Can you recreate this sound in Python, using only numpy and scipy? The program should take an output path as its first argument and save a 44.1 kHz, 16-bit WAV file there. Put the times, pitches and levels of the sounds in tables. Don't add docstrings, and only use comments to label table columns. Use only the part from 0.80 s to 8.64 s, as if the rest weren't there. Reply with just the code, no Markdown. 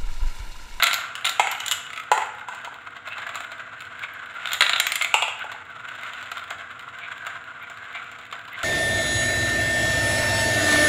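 import sys
import numpy as np
from scipy import signal
from scipy.fft import rfft, irfft, next_fast_len
from scipy.io import wavfile
from scipy.ndimage import map_coordinates

SR = 44100
rng = np.random.default_rng(int(sys.argv[2]) if len(sys.argv) > 2 else 0)


def int16_out(signal):
    q = np.round(np.clip(np.atleast_2d(signal).T, -1, 1) * 32767)
    wavfile.write(sys.argv[1], SR, q.astype(np.int16))


N = 345744

SIZE = 8192
IMPACT_S, HZ = np.arange(SIZE) / SR, np.fft.rfftfreq(SIZE, 1 / SR)
TOP_HZ = 15700
RATTLES_PER_S, NOTE_T60_S = 60, 0.073
FLIGHT_SHRINK, CLACK_LOSS_DB = .7, 7
RASP_GROWS = 1.46

# (frequency [Hz], level [dB])
AIR_COLOUR = [(20, -14), (45, -11), (100, 11), (200, -2), (400, -2.5), (1000, -16), (4000, -36),
              (16000, -69.5)]
# (frequency [Hz], level [dB])
HUM_PARTIALS = [(96.9, -90), (242.2, -62), (290.7, -65.5), (484.5, -59)]
# (time [s], rolling level [dB])
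ROLLING_LEVEL = [(0, -29), (.3, -39.5), (1.2, -40.5), (1.28, -43), (1.84, -38), (1.95, -44), (2.22, -42.5),
                 (2.34, -36), (2.66, -40), (3.5, -38.5), (3.68, -33.5), (3.78, -40), (4.92, -42),
                 (5.06, -38.5), (5.6, -38), (6.1, -41), (6.48, -38), (6.62, -41), (7, -41.5), (7.2, -38),
                 (7.33, -40.5), (7.65, -43), (7.84, -34.5)]
# (frequency [Hz], width [Hz], lift [dB])
PLASTIC_RESONANCES = [(671.5, 78.5, 12.5), (1255, 28, -1.5), (1372, 193, 7), (2057, 104, 3),
                      (3010, 22, 3.5), (3790, 510, 5.5), (7265, 506, 13), (12900, 410, 3.5)]
# (frequency [Hz], level [dB])
ROLLING_COLOUR = [(100, -30), (500, -15), (850, -2), (1100, 8), (1550, 3), (1800, 3.5), (2600, -1.5),
                  (3700, -12.5), (4700, -27), (6000, -28.5), (8200, -30.5), (11000, -37), (16000, -45)]
# (frequency [Hz], level [dB])
CONTACT_COLOUR = [(100, -17), (450, -8), (650, -5.5), (1000, 6), (1400, 7.5), (2400, 15), (3800, 5.5),
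                  (4500, -5), (5700, -13.5), (9000, -18), (11000, -26), (15500, -21)]
# (start [s], end [s], rattle level [dB],
# wall ring before jitter [Hz], lingering note before jitter [Hz], note over knock [dB])
TRACK_RUNS = [(0.013, .15, -11, 4050, 1372, -7.5), (0.351, .43, -29, 3020, 1450, -7),
              (0.444, .5, -11, 3600, 1374, -8.5), (0.698, .95, -27.5, 3050, 2940, -2),
              (1.099, 1.21, -21.5, 2170, 1298, -3.5), (3.65, 3.76, -16, 3730, 1485, -9),
              (3.8, 3.987, -14.5, 3900, 1392, -12.5), (4.061, 4.24, -23, 2160, 1218, -14)]
# (time [s], knock level [dB], crack level [dB])
HARD_KNOCKS = [(0.0248, -0.5, -21.5), (0.0334, -5.5, -19.5), (0.0395, -3, -17.5), (0.0692, -6.5, -20),
               (0.1311, -10, -20.5), (0.1418, -11, -18), (0.3534, -15.5, -31.5), (0.4455, -10.5, -35),
               (0.4532, -10.5, -19.5), (0.4637, -11, -28), (0.4728, -9, -28), (0.4934, -15, -20.5),
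               (0.7143, -19, -25), (0.8025, -15, -27.5), (0.8614, -21, -24), (0.8812, -17, -20.5),
               (0.9125, -9.5, -16.5), (0.9207, -8.5, -19), (3.7194, -15, -37), (3.7323, -10.5, -20),
               (3.8077, 2.5, -18.5), (3.8211, 2, -22), (3.8641, -5.5, -31), (3.8948, -4, -23),
               (3.933, -2.5, -32), (3.9603, -7, -32), (3.9996, -1, -14.5), (4.0677, -4.5, -21),
               (4.12, -7, -21.5), (4.156, -8.5, -20), (4.212, -5, -40), (4.2217, -8, -23.5),
               (4.2462, -5.5, -28.5)]
# (time [s], level [dB], pitch [Hz])
BALL_PINGS = [(0.034, -13, 11900), (3.3368, -44.5, 12700), (4, -18.5, 12600), (4.1555, -23, 12600),
              (5.5139, -44, 13000), (6.8279, -48, 12100), (7.7308, -43, 12000)]
# (time [s], thud level [dB], clack level [dB],
# first bounce's flight [s], thud loss per bounce [dB], ring of the struck spot [Hz])
FUNNEL_DROPS = [(0.596, -4, -15, .075, 10.5, 2080), (1.316, -2, -15.5, .0605, 8, 1900),
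                (1.685, -22, -34, 0.049, 11, 1860), (1.874, -23, -49, 0.049, 11, 2120),
                (4.341, -7.5, -11.5, .082, 6, 2830), (4.642, -24, -41, 0.1, 6, 2530)]
# (frequency [Hz], level [dB])
CLACK_COLOUR = [(200, -108), (900, 7), (1400, -2), (1800, -7), (2600, 3), (3300, -5), (4000, -11.5),
                (5500, -21), (8500, -21.5), (11000, -29), (16000, -37)]
# (frequency [Hz], level [dB], t60 [s])
BOWL_MODES = [(426, -17, 0.05), (496, -8, 0.031), (628, -8.5, 0.037), (790, 2, 0.045), (895, 6, 0.045),
              (983.5, 1.5, 0.066), (1140, -8, 0.023)]
# (time [s], knock level [dB], crack level [dB])
FIRM_TICKS = [(1.1813, -35, -51), (1.7474, -28, -43), (1.8467, -19, -40.5), (2.1655, -23.5, -53),
              (2.2727, -17.5, -46), (2.3814, -17.5, -45), (2.4912, -17.5, -44), (2.5551, -15, -32.5),
              (2.604, -21, -40.5), (2.7177, -20, -45), (3.235, -19.5, -47), (4.7167, -18.5, -44.5),
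              (5.4266, -22, -43.5), (5.5162, -15.5, -38.5), (5.57, -20, -45), (5.705, -15.5, -36.5),
              (6.4669, -15.5, -37), (6.8987, -26, -44.5), (7.1501, -20, -51), (7.3149, -27.5, -48),
              (7.3868, -26.5, -50), (7.5256, -15, -42), (7.6817, -23.5, -52), (7.8314, -13.5, -29.5)]
# (time [s], length [s], level [dB], starting pitch [Hz])
FAST_SKITTERS = [(2.3, 0.055, -39.5, 2550), (3.222, 0.033, -34, 2200), (4.6, 0.04, -35.5, 1400),
                 (6.2, 0.086, -42, 2300), (6.806, 0.049, -40.5, 2200), (7.136, 0.053, -37.5, 2170),
                 (7.716, .06, -41, 2000)]
# (frequency [Hz], t60 [s])
ROOM_DECAY = [(200, 0.52), (900, 0.7), (2900, 0.61), (4200, 0.43), (7500, 0.51), (15000, 0.21)]


def amp(db):
    return 10 ** (np.asarray(db) / 20)


def unit(x):
    return x / np.sqrt(np.mean(x ** 2) + 1e-20)


def along(points, hz):
    f, v = np.transpose(points)
    return np.interp(np.log(hz + 1), np.log(f + 1), v)


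def wobble(rate, size=N):
    knots = rng.standard_normal(int(size * rate / SR) + 4)
    return map_coordinates(knots, [np.arange(size) * rate / SR])


def filtered(x, gain):
    m = next_fast_len(N + SIZE)
    return irfft(rfft(x, m) * gain(np.fft.rfftfreq(m, 1 / SR)), m)[:N]


def add(track, s, sound):
    i = int(np.clip(round(s * SR), 0, N - 1))
    track[i:i + len(sound)] += sound[:N - i]


def causal(gain):
    cepstrum = irfft(np.log(np.maximum(gain, 1e-6)))
    cepstrum[1:SIZE // 2] *= 2
    cepstrum[SIZE // 2 + 1:] = 0
    return irfft(np.exp(rfft(cepstrum)))


def plastic(colour, split_hz, spot_db=0):
    lift = sum(db * np.exp(-.5 * ((HZ - hz) / width) ** 2) for hz, width, db in PLASTIC_RESONANCES)
    gain = amp(along(colour, HZ) + lift + spot_db)
    low = 1 / (1 + (HZ / split_hz) ** 10)
    return causal(gain * np.sqrt(low)), causal(gain * np.sqrt(1 - low))


def spot(hz, width, db):
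    return db / (1 + ((HZ - hz) / (width * hz)) ** 2)


def even(sound):
    return sound / np.sqrt(np.sum(sound ** 2) / (.005 * SR))


def blow(body, t60, contact=0.18):
    burst = rng.standard_normal(SIZE) * amp(-60 * IMPACT_S / t60)
    burst[0] = contact * np.linalg.norm(burst)
    return even(irfft(rfft(burst) * rfft(body)))


def bumps(rate, spread_db):
    hits = rng.random(N) < rate / SR
    signs = rng.choice([-1, 1], N)
    sizes = amp(spread_db * np.clip(rng.standard_normal(N), -2, 2))
    return unit(hits * signs * sizes)


def whirr(hz, width):
    phase = 2 * np.pi * np.cumsum(hz) / SR
    in_phase = wobble(width, size=len(hz)) * np.cos(phase)
    return unit(in_phase + wobble(width, size=len(hz)) * np.sin(phase))


def background(air_db, hum_db):
    t = np.arange(N) / SR
    air = unit(filtered(rng.standard_normal(N), lambda hz: amp(along(AIR_COLOUR, hz))))
    hum = sum(amp(db) * unit(np.sin(2 * np.pi * hz * t + .6 * wobble(2.7))) for hz, db in HUM_PARTIALS)
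    return amp(air_db) * air + amp(hum_db) * hum


def rolling(rumble_db, rasp_db, hollow_db, hop_db, flutter_db, hollow_hz):
    s, db = np.transpose(ROLLING_LEVEL)
    rumble_level = np.interp(np.arange(N) / SR, s, db)
    rasp_level = db.mean() + RASP_GROWS * (rumble_level - db.mean()) + wobble(9)
    low, high = plastic(ROLLING_COLOUR, split_hz=1930)
    load = flutter_db * wobble(70)

    rumble = amp(rumble_level + rumble_db + load) * bumps(rate=2000, spread_db=1.5)
    rasp = amp(rasp_level + rasp_db + load) * bumps(rate=1200, spread_db=0.0)
    out = signal.fftconvolve(rumble, low / np.linalg.norm(low))
    out += signal.fftconvolve(rasp, high / np.linalg.norm(high))

    hollow = whirr(hollow_hz * (1 + .035 * wobble(8)), width=250)
    out = out[:N] + amp(rumble_level + hollow_db + load) * hollow

    wall, skin = plastic(CONTACT_COLOUR, split_hz=8800)
    for when, size in rng.random(size=(130, 2)):
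        level = rumble_level[int(when * N)] + hop_db + 11 * size ** 2
        tap = blow(wall, t60=0.021)
        click = amp(-15.5) * blow(skin, t60=.012)
        add(out, when * N / SR, amp(level) * (tap + click))
    return out


def knock(knock_db, crack_db, ring_hz, note_hz, note_db):
    part = spot(ring_hz * (1 + rng.normal(0, .04)), width=.07, db=8)
    glint = spot(8800 + 5000 * rng.random(), width=0.036, db=14.0)
    wall, skin = plastic(CONTACT_COLOUR, split_hz=5520, spot_db=part + glint)
    body, edge = blow(wall, t60=.027, contact=.15), blow(skin, t60=.025, contact=.25)
    fade = amp(-60 * IMPACT_S / NOTE_T60_S) * (1 - np.exp(-IMPACT_S / .001))
    note = even(fade * np.sin(2 * np.pi * note_hz * (1 + rng.normal(0, 0.011)) * IMPACT_S))
    return amp(knock_db) * (body + amp(note_db) * note) + amp(crack_db) * edge


def rattles(level_db, crack_db, spread_db, size=20):
    out = np.zeros(N)
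    for start, end, db, *part in TRACK_RUNS:
        for k, (slip, force) in enumerate(rng.random((size, 2))):
            s = start + (k + slip) / RATTLES_PER_S
            level = db + level_db + spread_db * (2 * force - 1)
            add(out, s, (s < end) * knock(level, level + crack_db, *part))
    return out


def knocks(knock_db, crack_db):
    out = np.zeros(N)
    for s, body, crack in HARD_KNOCKS:
        _, _, _, *part = min(TRACK_RUNS, key=lambda run: max(run[0] - s, s - run[1]))
        add(out, s, knock(body + knock_db, crack + crack_db, *part))
    return out


def pings(level_db, t60):
    out = np.zeros(N)
    for s, db, hz in BALL_PINGS:
        add(out, s, amp(db + level_db - 60 * IMPACT_S / t60) * np.sin(2 * np.pi * hz * IMPACT_S))
    return out


def flex():
    ring = np.zeros(SIZE)
    for hz, db, t60 in BOWL_MODES:
        fade = amp(db + rng.normal(0, 0.97) - 60 * IMPACT_S / t60)
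        pitch = hz * (1 + rng.normal(0, 0.0457))
        ring += fade * np.sin(2 * np.pi * (pitch * IMPACT_S + rng.random()))
    rise = 1 - np.exp(-IMPACT_S / .0006)
    radiation = signal.butter(5, 370, "highpass", fs=SR, output="sos")
    return even(signal.sosfilt(radiation, ring * rise))


def drops(thud_db, clack_db, crack_db, clack_t60, crack_t60, count=3):
    thuds, clacks = np.zeros(N), np.zeros(N)
    for s, thud, clack, flight, loss, hz in FUNNEL_DROPS:
        wall, skin = plastic(CLACK_COLOUR, split_hz=6300, spot_db=spot(hz, width=0.28, db=11))
        for bounce in range(count):
            crack = amp(crack_db - 3.3 * bounce) * blow(skin, crack_t60)
            add(thuds, s, amp(thud + thud_db - loss * bounce) * flex())
            clack_amp = amp(clack + clack_db - CLACK_LOSS_DB * bounce)
            add(clacks, s, clack_amp * (blow(wall, clack_t60) + crack))
            s += flight * FLIGHT_SHRINK ** bounce
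    return thuds, clacks


def ticks(knock_db, crack_db, thump_db, knock_t60, crack_t60):
    out = np.zeros(N)
    wall, skin = plastic(CONTACT_COLOUR, split_hz=6100)
    bowl, _ = plastic(CONTACT_COLOUR, split_hz=1420)
    for s, db, crack in FIRM_TICKS:
        add(out, s, amp(db + knock_db) * blow(wall, knock_t60))
        add(out, s, amp(crack + crack_db) * blow(skin, crack_t60))
        add(out, s, amp(db + thump_db) * blow(bowl, knock_t60))
    return out


def skitters(level_db, scrape_db, width, glide):
    chirps, pressure = np.zeros(N), np.zeros(N)
    for s, length, db, hz in FAST_SKITTERS:
        u = np.linspace(0, 1, int(length * SR))
        swell = amp(db) * np.sin(np.pi * u)
        add(chirps, s, swell * whirr(hz * (1 + glide * u), width))
        add(pressure, s, swell)
    wall, _ = plastic(CONTACT_COLOUR, split_hz=3500)
    grains = pressure * bumps(rate=1200, spread_db=5.5)
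    scrape = signal.fftconvolve(grains, wall / np.linalg.norm(wall))[:N]
    return amp(level_db) * chirps + amp(scrape_db) * scrape


def room(x, build_up):
    hz, t, z = signal.stft(rng.standard_normal(SR), SR, nperseg=256)
    decay = amp(-60 * t / along(ROOM_DECAY, hz)[:, None])
    tail = signal.istft(z * decay, SR, nperseg=256)[1]
    tail *= 1 - np.exp(-np.arange(len(tail)) / SR / build_up)
    return signal.fftconvolve(x, tail / np.linalg.norm(tail))[:N]


def scene():
    circling = rolling(rumble_db=-5.5, rasp_db=-7.5, hollow_db=-5, hop_db=-6.5, flutter_db=3.5, hollow_hz=1511)
    clatter = rattles(level_db=-12, crack_db=-14, spread_db=5) + knocks(knock_db=-12.5, crack_db=-2.5)
    thuds, clacks = drops(thud_db=-6.5, clack_db=1.5, crack_db=-12, clack_t60=0.041, crack_t60=0.034)
    circling += ticks(knock_db=-14.0, crack_db=-2.0, thump_db=-12.5, knock_t60=0.069, crack_t60=0.035)
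    circling += skitters(level_db=2.5, scrape_db=1, width=287, glide=0.0625)
    near = thuds + clacks + clatter + circling + pings(level_db=2, t60=0.016)
    scattered = amp(-10.5) * thuds + amp(-3) * clacks + amp(-7.0) * clatter + amp(-8.0) * circling
    return (near + room(scattered, build_up=0.0014) + background(air_db=-58.5, hum_db=-5.5))[None]


def record(dry):
    rounded = dry[0] / (1 + np.abs(dry[0]) ** 6) ** (1 / 6)
    return filtered(rounded, lambda hz: 1 / np.sqrt(1 + (hz / TOP_HZ) ** 160))[None]


dry = scene()
out = record(dry)
int16_out(out)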